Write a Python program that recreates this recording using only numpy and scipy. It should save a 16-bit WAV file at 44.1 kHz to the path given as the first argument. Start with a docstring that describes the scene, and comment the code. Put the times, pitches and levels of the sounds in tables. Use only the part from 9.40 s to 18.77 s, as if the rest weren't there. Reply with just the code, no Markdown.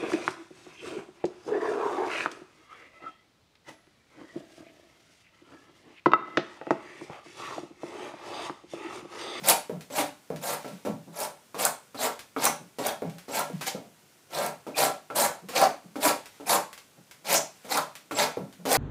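"""A bright rasp over the hollow voice of a log: a drawknife shaves its end, about two strokes a second.
Random fibre breaks, shaped by each pull, drive the log's resonances and the rasp and hiss of the edge.
Knocks, bumps, dull thumps, splinters and chips are sharp pushes with a short crunch, coloured by filters.
Resonated noise makes brief squeaks of the blade, short woody bursts and a broad tearing hiss.
Cloth and shavings rustle, the workshop rings and quiet air lies below."""
import sys
import numpy as np
from scipy import signal
from scipy.fft import rfft, irfft, next_fast_len
from scipy.io import wavfile
from scipy.ndimage import uniform_filter1d

SR = 44100
rng = np.random.default_rng(int(sys.argv[2]) if len(sys.argv) > 2 else 0)


def int16_out(signal):
    """Quantize to a 16-bit WAV file."""
    q = np.round(np.clip(np.atleast_2d(signal).T, -1, 1) * 32767)
    wavfile.write(sys.argv[1], SR, q.astype(np.int16))


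N = 413216  # length in samples

# Event and spectrum levels are relative; most layers have a further gain.
# pulls of the knife: start_s, sink_s, full_depth_s, push_db, tear_db, hiss_db, mid_cut_pitch_hz
STROKES = [ (0.03, 0.058, 0.016, -21, -22, -19.5, 734), (0.51, 0.064, 0.033, -28, -31, -30, 750),
           (1.005, 0.033, 0.1, -32, -38, -35.5, 710), (1.72, 0.068, 0.064, -33.5, -40.5, -36.5, 746),
           (2.165, 0.032, 0.073, -28.5, -33.5, -32, 780), (2.565, .062, 0.038, -26, -33, -31.5, 698),
           (2.97, 0.076, 0.019, -23.5, -27.5, -28, 810), (3.395, 0.065, 0.028, -26.5, -35, -38.5, 740),
           (3.875, 0.08, 0.047, -28.5, -34, -35, 790), (4.256, 0.012, 0.01, -34.5, -26, -32, 655),
           (4.895, .05, .12, -30.5, -38.5, -41, 620), (5.348, .035, 0.069, -22, -28, -26, 640),
           (5.742, 0.024, 0.083, -23, -30.5, -24.5, 680), (6.115, 0.049, 0.083, -24.5, -30, -34.5, 666),
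           (6.595, 0.049, 0.05, -22.5, -27, -25, 667), (7.055, 0.04, 0.055, -22.5, -27, -24.5, 880),
           (7.84, 0.08, 0.025, -23, -25, -27, 700), (8.275, 0.038, 0.069, -28, -32, -34.5, 850),
           (8.745, 0.045, .045, -23.5, -25, -33, 650), (9.255, 0.062, .04, -22, -27.5, -26.5, 740), ]
# shape of push, tearing and hiss in a pull: first_touch_db, full_depth_drift_db_per_s, release_db_per_s
PUSH_SHAPE = (-22, 20, -420)
TEAR_SHAPE = (-23, -24.5, -480)
HISS_SHAPE = (-28.5, -6.5, -650)
SINK_CURVE = 0.98  # 1 sinks in evenly in dB; above 1 is fast at first, then eases
TOUCH_S, RELEASE_S = 0.011, 0.1  # first contact; time allowed for the shaving to come free
PITCH_RISE_PER_S = 1.1  # exponential rate: the wood rings higher as the blade nears the end of the log

# resonances of the log: pitch_hz, width_hz, lift_db
LOG_MODES = [(154, 4, 13), (264, 9.4, 2.5), (424, 32, 4), (582.5, 33, 8.5), (697, 15, 3.5), (790, 72, 5),
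             (920, 22, -2.5), (937, 90, 6), (1121.3, 10, 8), (1100, 18, 2.5), (1346, 30, 12.5),
             (1440, 120, 2), (1662, 16, 5.5), (2186, 37, 12), (2424, 44, 5.5)]
# spectra of the log, the tearing and the edge: frequency_hz, density_db_per_hz
WOOD_SPECTRUM = [(30, -46.5), (90, -22.5), (150, -9.5), (250, -3), (370, -5.5), (560, 2.5), (800, 0.5),
                 (1050, -4.5), (1400, -7), (1750, -8), (2300, -16), (3500, -20), (8000, -23)]
RASP_SPECTRUM = [(100, -30.5), (1200, -11.5), (2200, 4.5), (3000, -1), (4200, 2.5), (6000, -0.5),
                 (8000, -9.5), (14000, -25.5)]
HISS_SPECTRUM = [(2000, -46), (5000, -14), (7000, 1), (8500, 0), (11000, 0), (14000, -3.5), (16000, -8.5)]

# the blade lands, digs in, or knocks and skids on the log: start_s, thud_db, edge_click_db, woody_bite_db
KNOCKS = [(0.502, -32.5, -40.5, -43), (0.581, -23, -25, -21.5), (1.246, -25, -45, -35),
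          (1.451, -21.5, -36, -36), (2.145, -27, -38, -29), (2.546, -30.5, -40, -34.5),
          (2.964, -20.5, -41, -20.5), (3.066, -34, -35, -13.5), (3.386, -21, -30.5, -45),
          (3.883, -26.5, -43, -45), (4.211, -34, -27, -32), (5.267, -25, -42, -38),
          (5.702, -27, -45.5, -25), (6.087, -33.5, -31, -61), (6.216, -23.5, -30, -14),
          (6.557, -25.5, -38, -29), (6.652, -19, -39, -12.5), (7, -30.5, -49, -44),
          (8.247, -33.5, -41, -57), (8.711, -23, -33, -23.5), (9.254, -18.5, -27, -31)]
# the knife bumps the log on its way back: start_s, knock_db, low_sway_db
BUMPS = [(0.296, -25.5, -28), (0.903, -25, -28.5), (1.47, -26, -25.5), (3.621, -24, -26),
         (4.099, -36, -30.5), (4.348, -27.5, -47), (8.971, -24.5, -29)]
# dull low thumps of the log, some following a pull or bump: start_s, level_db
THUMPS = [(0.004, -33), (1.306, -37), (1.666, -34), (3.194, -34), (4.39, -45), (6.02, -39), (6.44, -38.5),
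          (7.568, -42.5), (9.186, -37.5)]
# spectra of log thud, edge click, bite, bump and dull lows: frequency_hz, density_db_per_hz
LANDING_SPECTRUM = [(40, -47.5), (120, -13.5), (200, -12.5), (280, 2), (360, -11.5), (470, -3),
                    (700, -10.5), (1000, -18.5), (3000, -39.5), (8000, -51.5)]
CLICK_SPECTRUM = [(100, -1.5), (1300, 7), (2400, 8), (4000, 4.5), (8000, 1), (15000, -5)]
BITE_SPECTRUM = [(300, -21), (750, 5.5), (1100, 7.5), (1400, 5.5), (1900, -8.5), (2400, -3), (3000, -11),
                 (6000, -40.5)]
THUD_SPECTRUM = [(40, -32), (120, -8.5), (250, -1), (480, -10.5), (630, -4.5), (950, -18.5), (1500, -27),
                 (3000, -33.5), (8000, -42)]
DULL_SPECTRUM = [(40, -40), (95, -23), (140, -2.5), (185, 4.5), (260, -9), (400, -11), (900, -20),
                 (3000, -48.5)]

# brief squeaks of the blade, short woody bursts and a broad tearing hiss:
# start_s, length_s, pitch_hz, width_hz, level_db
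RESONANT_BURSTS = [(0.507, .095, 7680, 120, -49), (2.249, 0.03, 1380, 298, -28.5),
                   (2.565, 0.077, 4130, 700, -43), (2.582, 0.04, 7560, 120, -44),
                   (3.059, 0.022, 5900, 900, -28), (3.386, 0.045, 7600, 120, -50),
                   (3.48, 0.019, 3370, 700, -37.5), (3.905, 0.084, 7660, 90, -44),
                   (3.988, 0.028, 1340, 80, -34), (5.335, 0.085, 2480, 200, -39.5),
                   (6.221, 0.026, 713, 298, -12.5), (7.053, .039, 2460, 199.4, -47),
                   (7.942, 0.047, 6300, 2820, -23.5), (8.313, .023, 4100, 220, -37),
                   (8.365, 0.034, 1260, 452, -27.5), (8.729, 0.13, 7620, 110, -38.5)]
# splinters break under the edge: start_s, level_db
SNAPS = [(0.0868, 2.5), (0.098, 2.5), (0.1014, -9), (1.803, -14), (2.2515, 1.5), (3.043, -6), (3.0535, 1),
         (3.468, -8.5), (3.994, -11.5), (5.0632, -14), (6.215, -9.5), (7.928, -4), (7.942, -4),
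         (8.3737, -10), (8.818, -24), (9.3297, -5)]
# chips land: start_s, level_db
CHIPS = [(0.409, -32.5), (0.9612, -31.5), (1.2793, -35), (2.7925, -28), (3.698, -36.5), (3.784, -33.5),
         (6.8579, -31.5), (7.33, -30), (7.378, -32.5), (7.712, -33.5), (8.554, -28.5), (9.127, -39)]
# spectrum of a splinter: frequency_hz, density_db_per_hz
CRACK_SPECTRUM = [(500, -30), (2000, -14.5), (5000, -7.5), (8500, 3.5), (12000, -1), (16000, 0)]

# wide swings of the arms: centre_s, level_db
SWISHES = [(0.0, -55), (1.24, -56), (3.75, -68), (4.17, -59.5), (6.97, -66), (8.25, -65)]
SWISH_S, STIR_DB = 0.15, -64.5  # half-length of a swing; relative level of the constant stirring
# reverberation of the workshop: frequency_hz, t60_s
ROOM = [(150, 0.34), (530, 0.26), (1400, 0.3), (3700, .32), (9700, 0.27), (15000, 0.2)]
# spectrum of the quiet air: frequency_hz, density_db_per_hz
AIR_SPECTRUM = [(18, -73.5), (30, -18.5), (132, 12), (680, 4.5), (1240, -4), (1480, 3.5), (1690, -17),
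                (2130, -8.5), (2430, -18), (4900, -8), (5440, -5), (8470, -5), (15000, -10.5)]
AIR_DB = -62
BAND_LIMIT_HZ = 15550


def shaving(judder_db=1.3, judder_per_s=170, rasp_db=-2, hiss_db=-2, wood_db=-4, hollow_db=-5,
            hollow_width_hz=380):
    """Fibres break along the moving edge; it catches and slips, shaking the log."""
    push, tear, hiss, pitch_hz = strokes()
    judder = unit(amp(judder_db * wander(judder_per_s)))

    wood_breaks = push * judder * fractures(per_s=1800, spread_db=2)
    wood = amp(wood_db) * colour(wood_breaks, WOOD_SPECTRUM, LOG_MODES)

    # the wood under the blade changes pitch as the cut moves along it
    hollow = resonate(fractures(per_s=1800, spread_db=-0.5), pitch_hz, hollow_width_hz)
    hollow = unit(resonate(hollow, pitch_hz, hollow_width_hz))
    hollow = amp(hollow_db) * push * judder * hollow

    torn_fibres = tear * judder * fractures(per_s=1700, spread_db=0.5)
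    rasp = amp(rasp_db) * colour(torn_fibres, RASP_SPECTRUM)

    edge_breaks = hiss * judder * fractures(per_s=9000, spread_db=0.0)
    fizz = amp(hiss_db) * colour(edge_breaks, HISS_SPECTRUM)
    return wood + hollow, patchy(rasp + fizz, depth_db=3.5)


def strokes():
    """Push, tearing, hiss and pitch of the wood through all the pulls."""
    push, tear, hiss = np.zeros((3, N))
    pitch_hz = np.full(N, float(STROKES[0][-1]))
    for start_s, sink_s, hold_s, push_db, tear_db, hiss_db, mid_hz in STROKES:
        t = np.arange(0, sink_s + hold_s + RELEASE_S, 1 / SR)
        add(push, start_s, amp(push_db) * pull(t, sink_s, hold_s, *PUSH_SHAPE))
        add(tear, start_s, amp(tear_db) * pull(t, sink_s, hold_s, *TEAR_SHAPE))
        add(hiss, start_s, amp(hiss_db) * pull(t, sink_s, hold_s, *HISS_SHAPE))
        part = pitch_hz[round(start_s * SR):][:len(t)]
        from_mid_cut_s = t[:len(part)] - sink_s - hold_s / 2
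        part[:] = mid_hz * np.exp(PITCH_RISE_PER_S * from_mid_cut_s)
    return push, tear, hiss, pitch_hz


def pull(t, sink_s, hold_s, touch_db, drift_db_per_s, fall_db_per_s):
    """Envelope of one pull: the edge touches, sinks in, cuts at full depth, and comes free."""
    touching = np.minimum(t / TOUCH_S, 1)
    sinking = touch_db * np.clip(1 - t / sink_s, 0, 1) ** SINK_CURVE
    cutting = drift_db_per_s * (np.clip(t - sink_s, 0, hold_s) - hold_s / 2)
    leaving = fall_db_per_s * np.maximum(t - sink_s - hold_s, 0)
    return touching * amp(sinking + cutting + leaving)


def patchy(x, depth_db):
    """Every bundle of fibres breaks with its own colour: smoothed random gains over time and pitch."""
    z = signal.stft(x, SR, nperseg=256)[2]
    patches = uniform_filter1d(rng.standard_normal(z.shape), size=7, axis=0)
    patches = uniform_filter1d(patches, size=4, axis=1)
    gains = unit(amp(depth_db * unit(patches)))
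    return signal.istft(z * gains, SR, nperseg=256)[1][:N]


def knocks(thud_db=14, click_db=11, bite_db=14):
    """The blade lands, digs in, or knocks and skids: the log thuds, the edge clicks, the wood is bitten."""
    start_s, log_db, edge_db, woody_db = np.transpose(KNOCKS)
    thud = blows(start_s, log_db, crumble=2.7, crumble_s=0.039, rise_s=0.0054)
    thud = amp(thud_db) * colour(thud, LANDING_SPECTRUM, LOG_MODES)
    click = blows(start_s, edge_db, crumble=4.4, crumble_s=0.037, rise_s=0.0036)
    click = amp(click_db) * colour(click, CLICK_SPECTRUM)
    bite = blows(start_s, woody_db, crumble=1.48, crumble_s=0.0096)
    bite = amp(bite_db) * colour(bite, BITE_SPECTRUM, LOG_MODES)
    return thud + click + bite


def bumps(thud_db=15, sway_db=24, thump_db=6):
    """Blunt blows that sway the log, and dull low thumps of the log."""
    start_s, knock_db, low_db = np.transpose(BUMPS)
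    thud = blows(start_s, knock_db, crumble=2.4, crumble_s=0.05)
    thud = amp(thud_db) * colour(thud, THUD_SPECTRUM, LOG_MODES)
    sway = blows(start_s, low_db, crumble=0.89, crumble_s=0.021)
    sway = amp(sway_db) * colour(sway, DULL_SPECTRUM, LOG_MODES)
    thumps = blows(*np.transpose(THUMPS), crumble=6.9, crumble_s=0.028, rise_s=0.018)
    thumps = amp(thump_db) * colour(thumps, DULL_SPECTRUM)
    return thud + thumps + bonk() + along_log(sway)


def bonk(peak_s=0.0025):
    """The first few cycles of a blunt blow: a compact woody knock."""
    out, t = np.zeros(N), np.arange(SR // 16) / SR
    swell = t / peak_s * np.exp(1 - t / peak_s)
    for start_s, knock_db, _ in BUMPS:
        pitch_hz = rng.uniform(478.4, 501.28)
        add(out, start_s, amp(knock_db) * swell * np.sin(2 * np.pi * pitch_hz * t))
    return out


def along_log(x, lag_s=0.0287, at_hz=200, slope=2.78, longest_s=0.07):
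    """Low bending waves travel slowly through the log: the lower they are, the later they arrive."""
    size = next_fast_len(N + SR)
    hz = np.fft.rfftfreq(size, 1 / SR)
    # a power law through lag_s at at_hz, bending over smoothly towards longest_s in the bass
    delay_s = 1 / np.hypot((hz / at_hz) ** slope / lag_s, 1 / longest_s)
    phase = 2 * np.pi * np.cumsum(delay_s) * SR / size
    return irfft(rfft(x, size) * np.exp(-1j * phase), size)[:N]


def resonant_bursts(gain_db=-1):
    """Noise through one resonance: narrow ones squeak, wider ones give woody bursts or a tearing hiss."""
    out = np.zeros(N)
    for start_s, length_s, pitch_hz, width_hz, level_db in RESONANT_BURSTS:
        noise = rng.standard_normal(SR // 8)
        ringing = resonate(resonate(noise, pitch_hz, width_hz), pitch_hz, width_hz)
        burst = unit(ringing[-round(length_s * SR):])  # keep the end of the noise
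        fade = signal.windows.tukey(len(burst), 0.5)
        add(out, start_s, amp(level_db + gain_db) * burst * fade)
    return out


def splinters(snap_db=2, chip_db=8):
    """Dry snaps of breaking fibre and light taps of falling chips, each a blow with a short crunch."""
    snaps = colour(blows(*np.transpose(SNAPS), crumble=1.4, crumble_s=0.002), CRACK_SPECTRUM)
    chips = colour(blows(*np.transpose(CHIPS), crumble=1.78, crumble_s=0.021), CLICK_SPECTRUM)
    return amp(snap_db) * snaps + amp(chip_db) * chips


def rustle():
    """Cloth and loose shavings stir, and swell when the arms swing wide."""
    t = np.arange(N) / SR
    swings = sum(amp(db) * np.exp(-((t - centre_s) / SWISH_S) ** 2) for centre_s, db in SWISHES)
    level = amp(STIR_DB) + swings
    return colour(level * fractures(per_s=4000, spread_db=-3.5), CLICK_SPECTRUM)


def workshop(x, wet_db, gap_s=0.0026, count=4):
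    """Direct sound plus dense reflections, which change as the worker and blade move."""
    hz, t, z = signal.stft(rng.standard_normal((count, SR // 2)), SR, nperseg=256)
    decay = amp(-60 * t / read(ROOM, hz)[:, None])
    tails = signal.istft(z * decay, SR, nperseg=256)[1]
    tails = tails * (np.arange(tails.shape[1]) > gap_s * SR)
    # the blend of tails turns at one cycle a second
    turn = 2 * np.pi * np.arange(N) / SR
    wet = np.zeros(N)
    for k, tail in enumerate(tails):
        share = np.sqrt(2 / count) * np.cos(turn + np.pi * k / count)
        wet += signal.oaconvolve(x * share, tail / np.linalg.norm(tail))[:N]
    return x + amp(wet_db) * wet


def quiet_air():
    """Steady noise with the uneven spectrum of the quiet air."""
    return amp(AIR_DB) * unit(colour(rng.standard_normal(N), AIR_SPECTRUM))


def fractures(per_s, spread_db):
    """Random clicks of rms 1: a few stand out above 0 dB of spread, all match at 0, a few sink below it."""
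    chance = rng.random(N)
    size = np.minimum(rng.exponential(1, N), 4)
    sign = rng.choice([-1, 1], N)
    return unit((chance < per_s / SR) * sign * amp(spread_db * size))


def blows(times_s, levels_db, crumble, crumble_s, rise_s=0.00044):
    """One sharp push for each event, with a short crunch of crushed fibres."""
    out, t = np.zeros(N), np.arange(SR // 6) / SR
    envelope = np.minimum(t / rise_s, 1) * np.exp(-t / crumble_s)
    for start_s, level_db in zip(times_s, levels_db):
        crunch = rng.standard_normal(len(t)) * envelope
        crunch = crumble * crunch / np.linalg.norm(crunch)
        add(out, start_s, amp(level_db) * ((t == 0) + crunch))
    return out


def colour(x, spectrum, modes=(), size=8192):
    """Causal filter of energy 1: a smooth spectrum with resonances standing out of it."""
    hz = abs(np.fft.fftfreq(size, 1 / SR))
    lifts = sum(lift / (1 + (2 * (hz - f) / width) ** 2) for f, width, lift in modes)
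    gain = amp(read(spectrum, hz) + lifts)
    # minimum phase: the energy comes as early as the spectrum allows
    minimum_phase = np.exp(signal.hilbert(np.log(gain)).conj())
    response = np.fft.ifft(minimum_phase).real[:size // 2]
    return signal.oaconvolve(x, response / np.linalg.norm(response))[:N]


def resonate(x, hz, width_hz):
    """A resonance of gain 1 that can follow a pitch curve."""
    turn = np.exp(2j * np.pi * np.cumsum(hz * np.ones(len(x))) / SR)
    r = np.exp(-np.pi * width_hz / SR)
    # shift the pitch down to zero, smooth, and shift back
    smooth = signal.lfilter([1 - r], [1, -r], x / turn + 1e-18)
    return 2 * (turn * smooth).real


def wander(per_s):
    """Random curve of rms 1, straight between per_s new values a second."""
    knots = rng.standard_normal(N)
    return unit(np.interp(np.arange(N) * per_s / SR, np.arange(N), knots))


def amp(db):
    """Decibels to gain."""
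    return 10 ** (np.asarray(db) / 20)


def unit(x):
    """Scales to rms 1."""
    return x / np.sqrt(np.mean(x ** 2) + 1e-20)


def read(points, hz):
    """Reads a table on a log-frequency axis."""
    f, value = np.transpose(points)
    return np.interp(np.log(hz + 1), np.log(f), value)


def add(mix, start_s, sound):
    """Mixes a sound in at its start time."""
    part = mix[max(round(start_s * SR), 0):][:len(sound)]
    part += sound[:len(part)]


def scene():
    """All of the work in the room, over quiet air."""
    wood, rasp = shaving()
    low = workshop(wood, wet_db=1.0) + workshop(knocks() + bumps(), wet_db=-5.0)
    high = workshop(rasp + resonant_bursts() + splinters() + rustle(), wet_db=-5.5)
    return (amp(-2.0) * low + high + quiet_air())[None]


def record(dry, low_cut_hz=48):
    """A small microphone: thin deep bass, the sharpest peaks rounded off, and a band limit."""
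    thin = signal.sosfilt(signal.butter(3, low_cut_hz, "high", fs=SR, output="sos"), dry)
    rounded = thin / (1 + (thin / 0.8) ** 4) ** 0.25  # peaks stay below 0.8
    band_limit = signal.firwin(401, BAND_LIMIT_HZ, window=("kaiser", 9), fs=SR)
    return signal.oaconvolve(rounded, band_limit[None], "same")


dry = scene()
out = record(dry)
int16_out(out)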